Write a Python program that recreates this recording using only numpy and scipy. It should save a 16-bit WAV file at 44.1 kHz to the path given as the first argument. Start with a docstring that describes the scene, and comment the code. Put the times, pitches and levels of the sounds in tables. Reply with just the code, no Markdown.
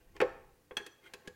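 """Under faint hiss and a low rumble that swells early and then dies away, a plywood box knocks several times as
it rocks and settles. A hex wrench, moved from one clamp bolt to the next, then taps the clamp and drops into
the bolt head. Its tip scrapes, then clicks as it seats, with soft rubbing of hand and tool around it. Contacts
are decaying modes and noise bursts, scrapes are grainy noise through resonances, and a small workshop adds a
tail of decaying noise bands."""
import sys
import numpy as np
from scipy import signal
from scipy.fft import rfft, irfft
from scipy.io import wavfile

SR = 44100
rng = np.random.default_rng(int(sys.argv[2]) if len(sys.argv) > 2 else 0)


def inscribe(sig):
    """Save sig as 16-bit PCM at rate SR to the path in sys.argv[1].

    A 1-D sig is mono; a 2-D sig holds one channel per row.
    Samples are clipped to [-1, 1] before scaling.
    """
    pcm = np.round(np.clip(np.atleast_2d(sig).T, -1, 1) * 32767)
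    wavfile.write(sys.argv[1], SR, pcm.astype(np.int16))


N = 59535  # length in samples

# Wrench contacts; the spot that is hit favours some modes. Each row: start in seconds, steel ring in dB,
# tick in dB, panel modes in dB, wooden clatter in dB, bench thud in dB, low-pass corner in Hz,
# favoured steel pitch in Hz, favoured panel pitch in Hz.
WRENCH_CONTACTS = [(0.7094, -41, -70, -46, -43, -51, 1520, 3330, 456),
                   (0.7685, -28, -35.5, -43.5, -34.5, -55, 11300, 3200, 956),
                   (0.798, -49, -60, -48, -48, -54, 2920, 1650, 392),
                   (0.8634, -49, -42.5, -50.5, -52, -79, 12960, 2700, 311),
                   (1.136, -46, -39, -53, -49.5, -56.5, 11100, 2640, 430),
                   (1.2742, -49, -41, -49, -52.5, -48.5, 9700, 1870, 445),
                   (1.291, -61, -68, -57, -70, -59, 1230, 1660, 460)]
# Knocks of the box. Each row: start in seconds, panel modes in dB, wooden clatter in dB, crack in dB,
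# low-pass corner of modes and clatter in Hz, favoured panel pitch in Hz.
BOX_KNOCKS = [(0.1655, -58.5, -50.5, -49, 6000, 327), (0.2025, -30.5, -24, -40.5, 3620, 348),
              (.2147, -42.5, -25.5, -31.5, 2850, 795), (0.2176, -21.5, -30.5, -74, 850, 540),
              (0.2334, -32, -44.5, -64, 790, 515), (.294, -50.5, -55.5, -57, 1810, 340)]
# Slides of the tip, swelling and fading as a bell curve. Each row: middle in seconds,
# standard deviation in seconds, steel in dB, wood in dB.
TIP_SLIDES = [(0.164, 0.0092, -64, -53), (1.047, 0.01, -61.5, -66), (1.064, 0.0065, -56, -66),
              (1.079, 0.0072, -58.5, -75), (1.262, 0.0091, -70, -55)]
# Soft rubbing of hand and tool. Each row: time in seconds, level in dB.
RUB_LEVEL = [(0, -67.5), (.06, -75), (.2, -74.5), (.6, -80), (.95, -78), (1.1, -64), (1.22, -66.5),
             (1.35, -76)]

# Modes of wrench and bolt, of the box panels, and of the sliding tip.
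# Each row: nominal pitch in Hz, relative level in dB, 60 dB decay time in seconds.
STEEL_MODES = [(1427, -19, 0.052), (1663, -3, 0.057), (1670, -1, 0.07), (1835, -14.5, 0.078),
               (2550, -8.5, 0.054), (2637, -9.5, 0.062), (3208, -11, 0.034), (3315, -7, 0.042),
               (3373, -14, 0.068), (3630, -29, 0.023), (4290, -12.5, 0.038), (4640, -16, 0.054),
               (5990, -7, 0.033), (8930, -9.5, 0.028)]
PANEL_MODES = [(221, -26, 0.15), (294.4, -16, .16), (338.3, -13.5, 0.21), (379.5, -9, 0.14),
               (413.6, -9.5, 0.17), (463, -16, 0.1), (497.7, -3, .11), (547.7, -17.5, 0.16),
               (667.4, -25.5, 0.42), (680.4, -22, 0.16), (832, -12.5, 0.1), (883, -19.5, 0.14),
               (1088, -13.5, 0.14)]
SLIDE_MODES = [(1468, 4.5, 0.029), (1750, -6, .015), (2124, 4.5, 0.038), (2410, 1.5, 0.02), (3150, 4, .015)]

# Noise colours: dense plywood ringing, steel tick, dull bench top under the pressing hand, room air.
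# Each row: frequency in Hz, relative spectrum level in dB per Hz.
CLATTER_COLOUR = [(30, -39), (100, 10), (200, -8.5), (400, 6), (620, -1.5), (850, 4.5), (1300, -1.5),
                  (1700, 4.5), (2400, 2.5), (3600, -9), (6000, -14), (9000, -19), (15000, -14)]
TICK_COLOUR = [(100, -34), (500, -2), (1500, 6.5), (2600, 8), (4000, 5), (6000, 2), (9000, -2), (12000, -2),
               (16000, -17)]
THUD_COLOUR = [(40, -5), (90, -11), (150, -7.5), (215, 0), (300, -16.5), (600, -33), (2000, -70)]
AIR_COLOUR = [(25, 13), (60, 18), (120, 19), (250, 15), (450, 16), (700, 4.5), (2000, 0), (4000, -1.5),
              (9000, -3), (15000, -2.5)]

# Workshop reverberation. Each row: frequency in Hz, half-octave band level in dB,
# 60 dB decay time in seconds.
ROOM_BANDS = [(119.6, -1.5, 0.25), (334, -16, 0.69), (536, -20.5, 0.63), (795, -9, 0.62),
              (1780, -9.5, 0.49), (2300, -16.5, 0.65), (3400, -15, 0.51), (6960, -11.5, 0.52),
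              (14000, -27, .2)]
# Low rumble. Each row: time in seconds, level in dB.
RUMBLE_LEVEL = [(0, -72), (.1, -60), (.3, -59.5), (.5, -62.5), (0.701, -93), (1.35, -106)]

STEEL_RISE_S, PANEL_RISE_S, TICK_RISE_S, CLATTER_RISE_S = 0.002, 0.0021, 0.00087, 0.0002
CLATTER_T60_S, TICK_T60_S, CRACK_T60_S, THUD_T60_S, SLIDE_HISS_T60_S = 0.078, 0.036, 0.012, 0.075, 0.0091
DETUNE_FRACTION, STRIKE_SPREAD_DB = 0.003, 1.5  # standard deviations from strike to strike
STEEL_FAVOUR_DB, PANEL_FAVOUR_DB, FAVOUR_OCTAVES = 9.5, 10.5, 0.2
BOX_LOW_HZ, CRACK_TOP_HZ, RUMBLE_HZ, TOP_HZ = 202, 8800, 55.4, 15900  # filter corners
SCRAPE_GRAIN_DB, SLIDE_HISS_DB = 4, 1
ROOM_DELAY_S = 0.004  # build-up of the tail
AIR_DB = -70


def knocks():
    """The box knocks and settles; each blow has its own brightness and amount of crack."""
    out = np.zeros(N)
    for start, panel_db, clatter_db, crack_db, corner_hz, panel_hz in BOX_KNOCKS:
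        blow = lowpass(box(panel_db, clatter_db, panel_hz), corner_hz)
        crack = lowpass(noise(TICK_COLOUR) * fade(CRACK_T60_S), CRACK_TOP_HZ)
        add(out, start, blow + undb(crack_db) * crack)
    return out


def clicks():
    """Steel meets the bolt: a tick, a short ring, the box and the bench beneath."""
    out = np.zeros(N)
    for (start, ring_db, tick_db, panel_db, clatter_db, thud_db,
         corner_hz, steel_hz, panel_hz) in WRENCH_CONTACTS:
        steel = undb(ring_db) * ring(STEEL_MODES, STEEL_RISE_S, steel_hz, STEEL_FAVOUR_DB)
        tick = undb(tick_db) * noise(TICK_COLOUR) * fade(TICK_T60_S) * onset(TICK_RISE_S)
        thud = undb(thud_db) * noise(THUD_COLOUR) * fade(THUD_T60_S) * onset(TICK_RISE_S)
        contact = steel + tick + box(panel_db, clatter_db, panel_hz) + thud
        add(out, start, lowpass(contact, corner_hz))
    return out


def box(panel_db, clatter_db, favoured_hz):
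    """One blow on the plywood: panel modes under dense, short clatter; the small box radiates little bass."""
    clatter = noise(CLATTER_COLOUR) * fade(CLATTER_T60_S) * onset(CLATTER_RISE_S)
    panels = ring(PANEL_MODES, PANEL_RISE_S, favoured_hz, PANEL_FAVOUR_DB)
    blow = undb(panel_db) * panels + undb(clatter_db) * clatter
    return signal.sosfilt(signal.butter(2, BOX_LOW_HZ, "high", fs=SR, output="sos"), blow)


def scrapes():
    """Grainy friction on steel and wood as the tip slides, and soft rubbing carried by the panels."""
    t = np.arange(N) / SR
    # Random loud grains stand out of the friction noise
    friction = rng.standard_normal(N)
    grains = friction * undb(SCRAPE_GRAIN_DB * rng.exponential(size=N).clip(0, 7))

    def rubbed(body):
        """Friction grains excite a resonant body; the result has rms 1."""
        return unit(signal.fftconvolve(grains, body)[:N])

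    slide_ring = ring(SLIDE_MODES, TICK_RISE_S)
    hiss = undb(SLIDE_HISS_DB) * noise(TICK_COLOUR) * fade(SLIDE_HISS_T60_S)
    steel = rubbed(slide_ring + hiss)
    # For rubbed bodies only the balance of panel and clatter matters
    wood = rubbed(box(panel_db=9.5, clatter_db=1.5, favoured_hz=353))
    rubbing = rubbed(box(panel_db=1, clatter_db=-2, favoured_hz=215))
    out = rubbing * undb(np.interp(t, *np.array(RUB_LEVEL).T))
    for middle, spread, steel_db, wood_db in TIP_SLIDES:
        swell = np.exp(-.5 * ((t - middle) / spread) ** 2)
        out += swell * (undb(steel_db) * steel + undb(wood_db) * wood)
    return out


def ring(modes, rise, favoured_hz=1000, favour_db=0):
    """Modes build up and die away, boosted near the favoured pitch and a little different at each strike."""
    t, out = np.arange(N) / SR, 0
    variations = rng.standard_normal((len(modes), 2))
    for (hz, db, t60), (detune, size) in zip(modes, variations):
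        closeness = np.exp(-.5 * (np.log2(hz / favoured_hz) / FAVOUR_OCTAVES) ** 2)
        mode_db = db + STRIKE_SPREAD_DB * size + favour_db * closeness
        mode_hz = hz * (1 + DETUNE_FRACTION * detune)
        tone = np.sin(2 * np.pi * (mode_hz * t + rng.random()))
        out = out + undb(mode_db) * fade(t60) * tone
    return out * onset(rise)


def undb(db):
    """Decibels to gain."""
    return 10 ** (np.asarray(db) / 20)


def unit(x):
    """Scale to rms 1."""
    return x / np.sqrt(np.mean(x ** 2))


def noise(points):
    """Noise of rms 1 whose spectrum follows (Hz, dB) points."""
    hz, db = np.array(points).T
    f = np.arange(N // 2 + 1) * SR / N
    colour = undb(np.interp(np.log(f + 1), np.log(hz), db))  # + 1 avoids log of zero
    return unit(irfft(rfft(rng.standard_normal(N)) * colour, N))


def lowpass(x, hz):
    """Two-pole low-pass."""
    return signal.sosfilt(signal.butter(2, min(hz, SR / 2 - 1), fs=SR, output="sos"), x)


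def onset(rise):
    """Exponential build-up with a time constant in seconds."""
    return 1 - np.exp(-np.arange(N) / SR / rise)


def fade(t60):
    """Exponential decay by 60 dB in t60 seconds."""
    return np.exp(-np.log(1000) * np.arange(N) / SR / t60)


def add(out, start, x):
    """Mix a sound in from a given time."""
    i = int(start * SR)
    out[i:] += x[:N - i]


def workshop(x):
    """Diffuse reverberation: half-octave noise bands, each with its own level and decay."""
    hz, db, t60 = np.array(ROOM_BANDS).T
    f, t = np.arange(N // 2 + 1) * SR / N, np.arange(N) / SR
    white, tail = rfft(rng.standard_normal(N)), 0
    build_up = 1 - np.exp(-(t / ROOM_DELAY_S) ** 2)
    for low in 60 * 2 ** np.arange(0, 8.5, .5):
        centre = np.log(low * np.sqrt(np.sqrt(2)))
        band_db = np.interp(centre, np.log(hz), db)
        shape = fade(np.interp(centre, np.log(hz), t60)) * build_up
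        band = irfft(white * (f >= low) * (f < low * np.sqrt(2)), N)
        tail = tail + undb(band_db) * band * shape / np.sqrt(np.sum(shape ** 2))
    return x + signal.fftconvolve(x, tail)[:N]


def background():
    """Steady noise of room air, and low-passed noise as a rumble that swells and dies down."""
    rumble = unit(lowpass(noise([(10, -6), (30, -0.5), (200, -2)]), RUMBLE_HZ))
    rumble_db = np.interp(np.arange(N) / SR, *np.array(RUMBLE_LEVEL).T)
    return undb(AIR_DB) * noise(AIR_COLOUR) + rumble * undb(rumble_db)


def scene():
    """Box and wrench in the workshop, over the background."""
    contacts = knocks() + clicks() + scrapes()
    return (workshop(contacts) + background())[None]


def record(dry):
    """A steep low-pass cuts the top of the treble."""
    return signal.sosfilt(signal.ellip(10, .2, 70, TOP_HZ, fs=SR, output="sos"), dry)


dry = scene()
out = record(dry)
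inscribe(out)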